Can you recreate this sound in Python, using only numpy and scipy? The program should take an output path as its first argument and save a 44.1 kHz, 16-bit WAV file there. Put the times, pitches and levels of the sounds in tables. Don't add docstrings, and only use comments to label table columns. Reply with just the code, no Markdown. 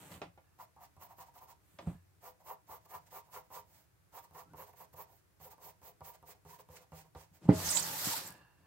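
import sys
import numpy as np
from scipy import signal
from scipy.fft import rfft, irfft, next_fast_len
from scipy.io import wavfile
from scipy.ndimage import uniform_filter1d

SR = 44100
rng = np.random.default_rng(int(sys.argv[2]) if len(sys.argv) > 2 else 0)


def transcribe(signal):
    frames = np.atleast_2d(signal).T
    limited = np.clip(frames, -1, 1)
    pcm = np.round(limited * 32767).astype(np.int16)
    wavfile.write(sys.argv[1], SR, pcm)


def volts_from_decibels(level):
    exponent = np.asarray(level, float) / 20
    return 10 ** exponent


N = 381906
T = np.arange(N) / SR

# start_s, peak_db, boom_over_peak_db, tick_over_peak_db
TIP_TAPS = [(0.591, -55, -38, -31), (0.765, -58.5, -12.5, -36), (0.968, -58, -6, -33),
            (1.186, -51.5, -41, -32), (2.69, -67.5, 1, -28), (2.949, -56, -10.5, -28.5),
            (3.324, -59.5, -11, -28.5), (3.505, -53.5, -16.5, -28.5), (4.312, -57, -12, -34),
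            (4.35, -53, -19, -36.5), (4.537, -49, -11, -50), (4.932, -62, -0.5, -26),
            (5.403, -55.5, -7.5, -30), (5.583, -56, -18, -39.5), (5.819, -58.5, -10.5, -34.5),
            (6.009, -49.5, -8, -30.5), (6.229, -54, -12.5, -37.5), (6.453, -54.5, -6.5, -42),
            (6.591, -58.5, -27.5, -11.5), (6.69, -54, -5, -30), (6.922, -48.5, -6, -28.5),
            (7.151, -48.5, -4.5, -22), (7.336, -80, 10, -16)]
# start_s, peak_db, boom_over_peak_db, tick_over_peak_db, rattle_share
KNUCKLE_TOUCHES = [
    (0.119, -52.5, -11.5, -10.5, 0.38),
    (0.141, -60, -4.5, -5, 0.33),
    (0.218, -37, -47.5, -16, 0.383),
    (0.377, -55.5, -18.5, -26.5, 0.52),
    (1.788, -43, -26, -16.5, 1),
]
# pitch_hz, level_db, t60_s
DESK_MODES = [(418.6, -9, 0.13), (504.37, -8.5, 0.167), (638.7, -8.5, 0.081), (695.2, -6.5, 0.0516),
              (781.5, -3, 0.0663), (820.7, -8.5, 0.056), (906, 4.5, 0.034), (942.2, 1, 0.0726),
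              (995.5, -0.5, 0.0445), (1101.8, -3.5, 0.042), (1175.5, -9.5, 0.074), (1356, -5.5, 0.02),
              (1457.6, -11, 0.016), (1679, -21.5, 0.066), (1854.7, -21, 0.052), (2280, -20, 0.031),
              (2390, -26, 0.023), (2815, -20.5, 0.042)]
# pitch_hz, level_db, t60_s
BOOM_MODES = [(91.67, -6.5, 0.81), (120.8, 4.5, 0.13), (171.6, 8.5, 0.14), (309.3, 9.5, 0.0414)]


def unit(x):
    return x / np.sqrt(np.mean(x ** 2))


def colour(x, points):
    hz, db = np.transpose(points)
    size = next_fast_len(N)
    log_hz = np.log(np.arange(1, size // 2 + 2) * SR / size)
    gain = volts_from_decibels(np.interp(log_hz, np.log(hz), db, -99, -99))
    return unit(irfft(rfft(x, size) * gain, size)[..., :N])


def envelope(s, db, edge_s=.006):
    return volts_from_decibels(np.interp(T, [s[0] - edge_s, *s, s[-1] + edge_s], [-120, *db, -120]))


def flicker(rate_hz, depth_db):
    hold = int(SR / rate_hz)
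    steps = np.repeat(rng.standard_normal(N // hold + 1), hold)[:N]
    return volts_from_decibels(depth_db * uniform_filter1d(steps, hold))


def fibres(rate_hz, scatter_db, channels=1):
    caught = rng.random((channels, N)) < rate_hz / SR
    size = np.minimum(rng.exponential(size=(channels, N)), 4.5)
    return caught * rng.choice([-1, 1], (channels, N)) * volts_from_decibels(scatter_db * size)


def ring(modes, spread_db=0., length_s=.45, turn=-0.9815):
    hz, db, t60 = np.transpose(modes)[:, :, None]
    t = T[:int(length_s * SR)]
    luck = rng.standard_normal((len(modes), 1))
    sign = turn ** np.arange(len(modes))[:, None]
    decay = 1000. ** (-t / t60)
    return np.sum(sign * volts_from_decibels(db + spread_db * luck) * np.sin(2 * np.pi * hz * t) * decay, axis=0)


def driven(force, gain, modes):
    body = ring(modes)
    body = body / np.sqrt(np.sum(body ** 2))
    return signal.fftconvolve(unit(force) * gain, body, axes=-1)[:N]


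def wandering(force, gain, low_db, drift_db, tilt_db=0.):
    scale = np.sqrt(np.sum(ring(DESK_MODES) ** 2))
    out, force = 0, unit(force) * gain
    for k, (hz, db, t60) in enumerate(DESK_MODES):
        lean = volts_from_decibels(low_db) if k < 2 else volts_from_decibels(tilt_db * np.tanh(np.log2(hz / 800)))
        share = flicker(6.4, drift_db) * lean
        pole = np.exp(2j * np.pi * hz / SR - np.log(1000) / (t60 * SR))
        push = [0, (-1) ** k * volts_from_decibels(db) * pole.imag]
        out = out + signal.lfilter(push, [1, -2 * pole.real, abs(pole) ** 2], force * share)
    return signal.sosfilt(signal.butter(3, 360, "high", fs=SR, output="sos"), out / scale)


def arches(start_s, length_s, db, growth_db, power, bite_db=0.):
    bite_at, bite_width = 0.5572, 0.0998
    out = np.zeros(N)
    for s, length, level_db, gained_db in zip(start_s, length_s, db, growth_db):
        share = np.linspace(0, 1, int(length * SR))
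        bite = bite_db * np.exp(-np.abs(share - bite_at) / bite_width)
        speed = np.abs(np.sin(np.pi * share)) ** power
        gain = speed * volts_from_decibels(level_db + gained_db * (share - .5) + bite)
        at = int(s * SR) + np.arange(len(share))
        out[at[at >= 0]] += gain[at >= 0] ** 2
    return np.sqrt(out)


def add(out, s, sound, db):
    i = int(s * SR)
    part = sound[:N - i]
    out[i:i + len(part)] += part * volts_from_decibels(db) / np.abs(sound).max()


def ports(x, lag_count, left_db):
    return np.array([np.roll(x, lag_count) * volts_from_decibels(left_db / 2), x * volts_from_decibels(-left_db / 2)])


def stroke_gains():
    # start_s, length_s, hiss_db, desk_over_hiss_db, pressure_gained_db
    flicks = [(0.572, 0.0956, -61.5, 9, -35.5), (0.759, 0.067, -94, 33, -29),
              (0.786, 0.0945, -64.5, 10, -23.5), (0.983, 0.1037, -58, 8, -17),
              (1.071, 0.084, -68.5, 17, -12), (1.151, 0.1107, -59.5, 7, 3.5),
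              (1.24, 0.073, -73.5, 18.5, 10), (1.325, 0.087, -64.5, 9.5, -16.5),
              (1.392, 0.0773, -62.5, 10, -4.5), (1.461, 0.0804, -64, 11, -3.5)]
    sweeps = [(2.198, 0.138, -58, 6.06, -12.5), (2.386, 0.0472, -76, 11.5, -11),
              (2.423, 0.1485, -56, 7.1, 0.5), (2.659, 0.1379, -56.5, 5.62, -9),
              (2.775, 0.113, -82, 9.4, 2.5), (2.843, 0.0272, -66.5, 6.5, -5),
              (2.867, 0.1423, -56, 6.73, -7.5), (2.99, 0.0735, -79.5, 8.3, -1.5),
              (3.047, 0.057, -72, 7.7, -6), (3.09, 0.1376, -54, 5.1, -4.5), (3.215, 0.132, -80, 13.7, 9),
              (3.29, 0.1398, -56, 6.47, 4), (3.42, 0.072, -79.5, 6, 3.5), (3.485, 0.1519, -55.5, 5.6, -7),
              (3.62, 0.2674, -70, 0.28, -12.5), (4.109, 0.1213, -57.5, 5.25, -23.5),
              (4.203, 0.072, -66.5, 5, -1.5), (4.309, 0.1493, -59.5, 7.7, -3),
              (4.542, 0.1312, -56, 5.64, -8.5), (4.643, 0.083, -66.5, 6.7, -16.5),
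              (4.722, 0.0226, -70.5, 15.3, 21), (4.741, 0.133, -59.5, 4.63, -5.5),
              (4.923, 0.0287, -63.5, 1.9, 16.5), (4.941, 0.1214, -54, 1.82, -17),
              (5.04, 0.184, -71, 0.78, -52.5)]
    dabs = [(5.387, 0.119, -56.5, 2.5, 14), (5.487, 0.0665, -61.5, 7.25, 15), (5.56, 0.037, -96, 2, 28),
            (5.582, 0.1574, -57, 2.82, -3), (5.804, 0.1295, -58, 3.7, -4),
            (6.013, 0.1307, -55.5, 0.88, -8.5), (6.119, 0.0555, -65, 6.64, -3),
            (6.242, 0.1098, -59, 4.04, -3), (6.333, 0.047, -79, 11.3, -25.5),
            (6.435, 0.1638, -62.5, 1, 0.5), (6.573, 0.0605, -64.5, 4.2, -18), (6.673, 0.15, -64, 4.33, 0.5),
            (6.787, 0.07, -72, 15.1, -17), (6.91, 0.1432, -62.5, 1.84, -9),
            (7.032, 0.06, -78.5, 13.7, -33.5), (7.135, 0.1444, -67, 6.4, 7),
            (7.316, 0.0786, -70, 1.02, 10.5)]
    hiss = desk = 0
    for rows, bite_db in ((flicks, 0), (sweeps, 7), (dabs, 0)):
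        s, length, db, over_db, growth_db = np.transpose(rows)
        hiss = hiss + arches(s, length, db - 3.5, 0 * s + 3, power=2.135)
        desk = desk + arches(s, length, db + over_db - 4.5, growth_db, 1.937, bite_db)
    for rows, skid_db, skid_s in ((TIP_TAPS, -2.0, 0.01187), (KNUCKLE_TOUCHES, -0.5, 0.00313)):
        for s, db, *_ in rows:
            i = int(s * SR)
            desk[i:i + 4096] += volts_from_decibels(db + skid_db) * np.exp(-T[:4096] / skid_s)
    return hiss, desk


def strokes():
    # pitch_hz, density_db
    top_hiss = [(6000, -58.5), (9500, -27), (11500, -13.5), (13000, -5.5), (15300, -4.5), (15900, 3.5)]
    # pitch_hz, density_db
    mid_hiss = [(1200, -4.5), (2000, -2.5), (2900, -7), (3700, -8.5), (5000, -6), (7000, -4), (9000, -6),
                (10500, -13), (13000, -17)]
    # pitch_hz, density_db
    grind_colour = [(900, -23), (1300, 1.3), (1550, -7.5), (1900, -1.5), (2150, -6), (2450, -10),
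                    (2850, -8.5), (3400, -28)]
    # start_s, lowest_modes_db, middle_hiss_db, left_over_right_db
    travel = [(.5, -15.5, 1.5, 0.5), (1.5, -7.5, 3.5, -1), (2.2, -3.5, 2.5, 0), (4.6, -1, 2.5, -3),
              (5.6, 3, 1.5, -2), (6.1, 4, 2.5, -1.5), (6.8, 8.5, 6.5, -2)]
    speed, press = stroke_gains()
    s, *columns = np.transpose(travel)
    low_db, lean_db, left_db = (np.interp(T, s, c) for c in columns)

    tenfolds = 2 * np.log10(press * 500 + 1e-3)
    desk = wandering(fibres(3000, 2.2)[0], press * flicker(60, 1.4), low_db + 3.5 * tenfolds,
                     drift_db=1.7, tilt_db=9 * tenfolds)
    boom = driven(rng.standard_normal(N), volts_from_decibels(-75) * (speed * 1000) ** 0.31, BOOM_MODES)

    top = colour(fibres(9000, 1.8, channels=3), top_hiss)
    middle_gain = volts_from_decibels(-70.5 + lean_db) * (speed * 1000) ** 0.754 * flicker(50, 3.3)
    middle = middle_gain * colour(fibres(6000, 1.1, channels=3), mid_hiss)
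    direct, left, right = flicker(68, 0.69) * (speed * top + middle)
    wide = np.array([left * volts_from_decibels(-2.0), right])
    hiss = ports(direct, lag_count=4.6, left_db=-6.0) + 1.527 * wide

    grind_gain = volts_from_decibels(-65.5) * (press * volts_from_decibels(48.5)) ** 1.654 * flicker(80, 3.03)
    desk += grind_gain * colour(fibres(2494, 2.3)[0], grind_colour)
    return ports(desk + boom, lag_count=4.9, left_db=left_db) + volts_from_decibels(0.82) * hiss


def taps():
    # pitch_hz, level_db, t60_s
    thud = [(62, -3, .15), (88.1, 2.5, 0.25), (130, -1, 0.12), (159.78, -2.5, 0.44), (299, -9.5, 0.13)]
    # pitch_hz, level_db, t60_s
    corner = [(420, -9, .04), (520, -7, .04), (608, -2, .045), (673, -4, .045), (760, -3, .035),
              (829, 0.1, .035), (960, -7, .03), (1163, -7, .025), (1400, -8, .02), (1650, -8, .02),
              (1873, -9, .02), (2100, -9, .02), (2450, -12, .015), (2826, -14, .015)]
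    contact = int(0.000699 * SR)
    tip, knuckles, ticks = np.zeros((3, N))
    t = T[:int(.1 * SR)]
    tick_shape = np.exp(-t / 0.00293) + 1.15 * np.exp(-t / 0.0156)
    scuff_shape = np.exp(-(t / 0.0186) ** 2) + 0.254 * np.exp(-t / 0.0234)
    tick_filter = signal.butter(2, [1000, 4300], "band", fs=SR, output="sos")
    for k, (s, db, boom_db, tick_db, *rattle) in enumerate(TIP_TAPS + KNUCKLE_TOUCHES):
        touch = k >= len(TIP_TAPS)
        out = knuckles if touch else tip
        rattle = sum(rattle)
        crack, grain = rng.standard_normal((2, len(t)))
        body = ring(corner if touch else DESK_MODES, spread_db=2., length_s=.15, turn=1.)
        push = rattle * grain * scuff_shape
        push[:contact] -= np.hanning(contact) * (1 - 1.23 * rattle)
        add(out, s - .0012, signal.oaconvolve(body, push), db + 4.0)
        add(out, s - .002, ring(thud, spread_db=3.5), db + boom_db + 8.5)
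        add(ticks, s - .001, signal.sosfilt(tick_filter, crack * tick_shape), db + tick_db + 14.5)
        if not touch:
            lead = np.diff(grain + 0.54 * np.roll(grain, 1)) * np.exp(-t[1:] / 0.0012)
            add(tip, s - .0025, lead, -51.0 + 0.7 * (db + 47.5))
    near_left = ports(knuckles, lag_count=-7, left_db=-2.0)
    return ports(tip, lag_count=3.2, left_db=-2.0) + near_left + ports(ticks, lag_count=-2.5, left_db=-3.5)


def squeaks():
    # start_s, length_s, level_db, first_hz, last_hz
    chatters = [(2.945, .012, -44.5, 958.5, 940), (4.44, 0.086, -74.5, 1243, 1510),
                (6.488, 0.087, -57.5, 955, 946), (7.641, 0.054, -54.5, 848, 900),
                (7.749, .05, -46, 930, 901), (7.84, 0.082, -50.5, 910, 891),
                (7.932, .045, -49.5, 907.6, 928), (8.049, .03, -48, 740.1, 763),
                (8.106, 0.025, -45, 905, 915), (8.135, 0.016, -40.5, 882, 920)]
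    s, length, db, first_hz, last_hz = np.transpose(chatters)
    glide = np.interp(T, np.ravel([s, s + length], "F"), np.ravel([first_hz, last_hz], "F"))
    hz = glide * flicker(150, 0.3547)
    line = np.sin(2 * np.pi * np.cumsum(hz) / SR) * flicker(120, 3.6)
    line = line * arches(s, length, db, 0 * s, power=0.29)
    return ports(line, lag_count=5.2, left_db=-2.0)


def hand():
    # start_s, peak_db, contact_s
    drops = [
        (7.4879, -4.5, 0.0014),
        (8.068, -31, 0.0024),
    ]
    # pitch_hz, level_db, t60_s
    drop_modes = [(82.13, -19.5, 0.32), (97, -4, 0.099), (138.5, -0.5, 0.083), (293.47, 3.5, 0.136),
                  (179.7, 6.5, 0.075), (239, -28, 0.072), (421.2, -5.5, 0.16), (514.5, -5, 0.094),
                  (637, -14, 0.36), (787, -9.5, 0.055), (876, -5, .04)]
    # start_s, peak_db, contact_s
    wrist = [(0.121, -53.5, 0.0014), (.163, -49.5, 0.003), (1.74, -59.5, 0.0022), (1.861, -48, .004),
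             (1.871, -26, 0.002), (1.928, -48, 0.0025), (1.948, -44, .003), (7.312, -55.5, 0.0041),
             (7.453, -38.5, 0.001), (7.64, -44, 0.0021), (7.672, -39, 0.0018), (7.808, -44, 0.0035),
             (8.3, -55.5, 0.0033), (8.593, -67, .0033)]
    # pitch_hz, level_db, t60_s
    wrist_modes = [(88.24, -3.5, 0.12), (120.5, -15.5, 0.1), (171.6, 4.5, 0.11), (302.6, -6.5, 0.04),
                   (440, -4, 0.021), (682, -4.5, 0.05), (894, 1, .04)]
    out, t = 0, T[:int(.12 * SR)]
    slap_filter = signal.butter(3, [450, 1100], "band", fs=SR, output="sos")
    for blows, modes, lag_count, left_db in ((drops, drop_modes, 3.5, -3.0), (wrist, wrist_modes, -8, -2.5)):
        one = np.zeros(N)
        for s, db, contact_s in blows:
            add(one, s, -np.convolve(ring(modes), np.hanning(int(contact_s * SR))), db)
            slap = rng.standard_normal(len(t)) * np.exp(-t / 0.0093)
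            add(one, s, signal.sosfilt(slap_filter, slap), db - 23.0)
        out = out + ports(one, lag_count, left_db)
    return out


def slide_gain(over_db, per_weight):
    # start_s, length_s, rasp_db, weight_db, pressure_gained_db
    skin_slides = [(-.05, 0.317, -65.5, 2.5, -23.5), (0.097, 0.1255, -62.5, 4, -24),
                   (0.197, 0.1115, -77, 22, -22.5), (1.609, 0.27, -78, -12, -5.5),
                   (1.799, 0.1, -75, 18.5, -11.5), (1.856, 0.0897, -70.5, 23.5, -17),
                   (1.879, 0.114, -74.5, 2, -9), (4.433, 0.207, -88.5, 27, -2.5),
                   (7.402, 0.0816, -73.5, 24.5, 12.5), (7.477, 0.1018, -66, 39.5, -15),
                   (8.578, 0.071, -87, 20.5, -5.5)]
    # start_s, rasp_db, weight_db
    page_turn = [(7.517, -64.5, 14), (7.545, -54, 10), (7.6, -46, -3), (7.7, -42.5, -15.5),
                 (7.776, -42.5, -9.5), (7.82, -46, -14), (7.872, -44.5, -12.5), (7.922, -45.5, -10.5),
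                 (7.986, -45, -19), (8.042, -42.5, -18), (8.12, -41.5, -19), (8.14, -45, -20),
                 (8.175, -43.5, -13.5), (8.217, -53, -6.5), (8.29, -55.5, -3.5), (8.335, -68.5, 6.5),
                 (8.39, -75, 8), (8.43, -81.5, 16)]
    s, length, db, weight_db, growth_db = np.transpose(skin_slides)
    turn_s, turn_db, turn_weight_db = np.transpose(page_turn)
    skin = arches(s, length, db + per_weight * weight_db, growth_db, power=0.85)
    sheet = envelope(turn_s, turn_db + per_weight * turn_weight_db)
    return volts_from_decibels(over_db) * np.maximum(skin, sheet)


def rasp_bands(grit):
    # start_s, centre_hz, lift_db
    loud_region = [(2.1, 5000, -12.67), (7.4, 1800, 3.5), (7.51, 2500, 11.5), (7.55, 5500, 2.5),
                   (7.62, 7500, 0), (7.72, 7600, 3.5), (7.8, 6800, 2), (7.86, 5200, 1.5), (7.95, 4600, -2),
                   (8.03, 6500, -0.5), (8.12, 8000, -0.5), (8.2, 7000, -4), (8.27, 7600, 1),
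                   (8.4, 7500, -7.5)]
    width = .35
    s, centre_hz, lift_db = np.transpose(loud_region)
    centre, lift_db = np.interp(T, s, np.log2(centre_hz)), np.interp(T, s, lift_db)
    size = next_fast_len(N)
    spectrum, out = rfft(grit, size), 0
    octave = np.log2(np.arange(1, size // 2 + 2) * SR / size)
    for middle in np.arange(9.5, 14.1, width):
        weight = np.clip(1 - np.abs(octave - middle) / width, 0, 1)
        band = irfft(spectrum * weight, size)[:, :N]
        lift = volts_from_decibels(lift_db * np.exp(-((middle - centre) / width) ** 2))
        out = out + band * flicker(40, 1.9) * lift
    return out


def slides():
    # pitch_hz, density_db
    rasp_colour = [(710, -6.5), (1200, 1), (1850, 0.5), (2120, -2), (3180, -2), (4300, 1), (6400, 0),
                   (8180, 2.5), (9790, -4), (11500, -15), (15000, -24.5), (22000, -120)]
    top_colour = [(9500, -15.0), (12000, -7.5), (14500, -8.0), (15900, -12.5)]
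    sheet_colour = [(250, -6), (350, -6.5), (650, -1.0), (1000, -7.0), (1500, -14), (2500, -17.0), (6000, -32.5)]
    grit = colour(fibres(3500, 2.9, channels=2), rasp_colour)
    pressed = slide_gain(-3.5, per_weight=0.487)
    rasp = slide_gain(0, per_weight=0) * flicker(70, 0.64) * rasp_bands(grit)
    top_gain = slide_gain(-4.5, per_weight=-0.22) * flicker(76, 0.66)
    top = top_gain * colour(fibres(5700, 2.2, channels=2), top_colour)
    desk = .6 * wandering(fibres(2500, 1.7)[0], pressed, low_db=1.5, drift_db=2.5, tilt_db=-3)
    desk += 1.15 * pressed * colour(fibres(3000, 2.5)[0], sheet_colour)
    boom = driven(rng.standard_normal(N), slide_gain(-0.5, per_weight=0.916), BOOM_MODES)
    wide = (rasp + top) * volts_from_decibels(np.array([[1.5], [3.5]]))
    return wide + ports(desk + boom, lag_count=2.5, left_db=1.0)


def snaps():
    # start_s, peak_db, pitch_hz, length_s
    creases = [(7.52, -52, 13200, 0.0052), (7.547, -36.5, 11500, 0.0038), (7.637, -30.5, 6040, 0.056),
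               (7.681, -25, 5600, 0.0223), (7.698, -19, 7580, 0.028), (7.712, -23, 6370, 0.038),
               (7.731, -18.5, 7420, 0.0754), (7.769, -21.5, 3380, 0.006), (7.77, -26.5, 4600, .004),
               (7.655, -29.5, 6400, 0.022), (7.69, -24, 8940, 0.034), (7.79, -25, 8420, .02),
               (7.795, -29.5, 5580, 0.018), (7.767, -31.5, 4740, 0.042), (7.768, -27.5, 7470, 0.0634),
               (7.818, -27.5, 6870, 0.0227)]
    # start_s, peak_db, pitch_hz, length_s
    settling = [(7.487, -40, 1350, .03), (7.488, -39.5, 1950, .03), (7.495, -51, 3000, .03),
                (7.497, -49.5, 4800, .02), (7.535, -45.5, 8000, .008), (7.59, -38.5, 8690, .012),
                (7.72, -39.5, 2000, .04), (7.98, -42, 1950, .03), (8.03, -33.5, 7555, 0.085),
                (8.09, -31.5, 7940, 0.081), (8.15, -30, 8000, .04), (8.185, -35.5, 10400, .003),
                (8.211, -34.5, 12000, .003), (8.234, -40.5, 11800, .003), (8.245, -40.5, 7530, .05),
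                (8.251, -34, 13330, .003), (8.256, -39, 13100, .04), (8.304, -37, 10900, .003),
                (8.323, -44, 12500, .003), (8.338, -48.5, 12700, .003), (8.345, -64, 7800, .045),
                (8.378, -56.5, 9020, .006)]
    out = np.zeros((2, N))
    for rows, left_db, right_db in ((creases, -9.0, 1.5), (settling, -1.5, 0.3)):
        for s, db, hz, length_s in rows:
            count = int(length_s * SR)
            burst = rng.standard_normal((2, 4096))[:, :count] ** 3 * np.hanning(count)
            spread = 1.07 + .0008 / length_s
            band = signal.butter(2, [hz / spread, hz * spread], "band", fs=SR, output="sos")
            burst = signal.sosfilt(band, burst)
            add(out[0], s, burst[0], db + left_db)
            add(out[1], s, burst[1], db + right_db)
    return out


def finger():
    # pitch_hz, width_hz, level_db
    hollows = [(974, 290, -4), (1700, 64, 2.5), (2755, 130, -7.5), (3660, 200, -20.5), (4430, 120, -13)]
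    # start_s, level_db
    rubs = [
        [(.44, -77.5), (.5, -80.5), (.55, -81)],
        [(1.72, -91), (1.76, -78.5), (1.8, -81)],
        [(1.9, -79.5), (1.94, -76.5), (2.0, -78.5)],
        [(8.25, -56), (8.3, -60.5), (8.45, -67), (8.561, -74.5), (8.612, -79), (8.66, -70.5)],
    ]
    modes = [(hz, db + 20 * np.log10(width), np.log(1000) / (np.pi * width)) for hz, width, db in hollows]
    gain = sum(envelope(*np.transpose(rub)) for rub in rubs) * volts_from_decibels(-2.0)
    return ports(driven(rng.standard_normal(N), gain, modes), lag_count=2.3, left_db=-3.0)


def echo(x):
    t = T[:int(.4 * SR)]
    t60_s, level_db = 0.197, -11
    tail = rng.standard_normal((2, len(t))) * 1000. ** (-t / t60_s) * (t > .003)
    tail = signal.sosfilt(signal.butter(3, [500, 6000], "band", fs=SR, output="sos"), tail)
    tail = tail / np.sqrt(np.sum(tail ** 2) / 2)
    return volts_from_decibels(level_db) * signal.fftconvolve(x, tail, axes=1)[:, :N]


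def room_tone():
    # pitch_hz, density_db
    room_colour = [(15, -67.5), (25, -23.5), (58, -9.5), (96, -6), (137, -12.5), (180, -15), (242, -31),
                   (292, -19), (450, -25.5), (1440, -29.5), (2400, -33.5), (3140, -38), (15900, -37.5)]
    mid, side = rng.standard_normal((2, N))
    side = signal.sosfilt(signal.butter(1, 120, "high", fs=SR, output="sos"), side)
    noise = mid + side * np.array([[1], [-1]])
    return colour(noise, room_colour) * volts_from_decibels(-70.0) * flicker(2.4, 0.52)


def scene():
    near = strokes() + taps() + hand() + slides() + snaps() + finger() + squeaks()
    return near + echo(near) + room_tone()


def roll_off(x):
    return signal.sosfilt(signal.butter(12, 15840, fs=SR, output="sos"), x)


def record(dry):
    dry = signal.sosfilt(signal.butter(4, 55, "high", fs=SR, output="sos"), dry)
    mix = signal.sosfilt(signal.ellip(10, .3, 70, 15830, fs=SR, output="sos"), dry)
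    return roll_off(mix)


dry = scene()
out = record(dry)
transcribe(out)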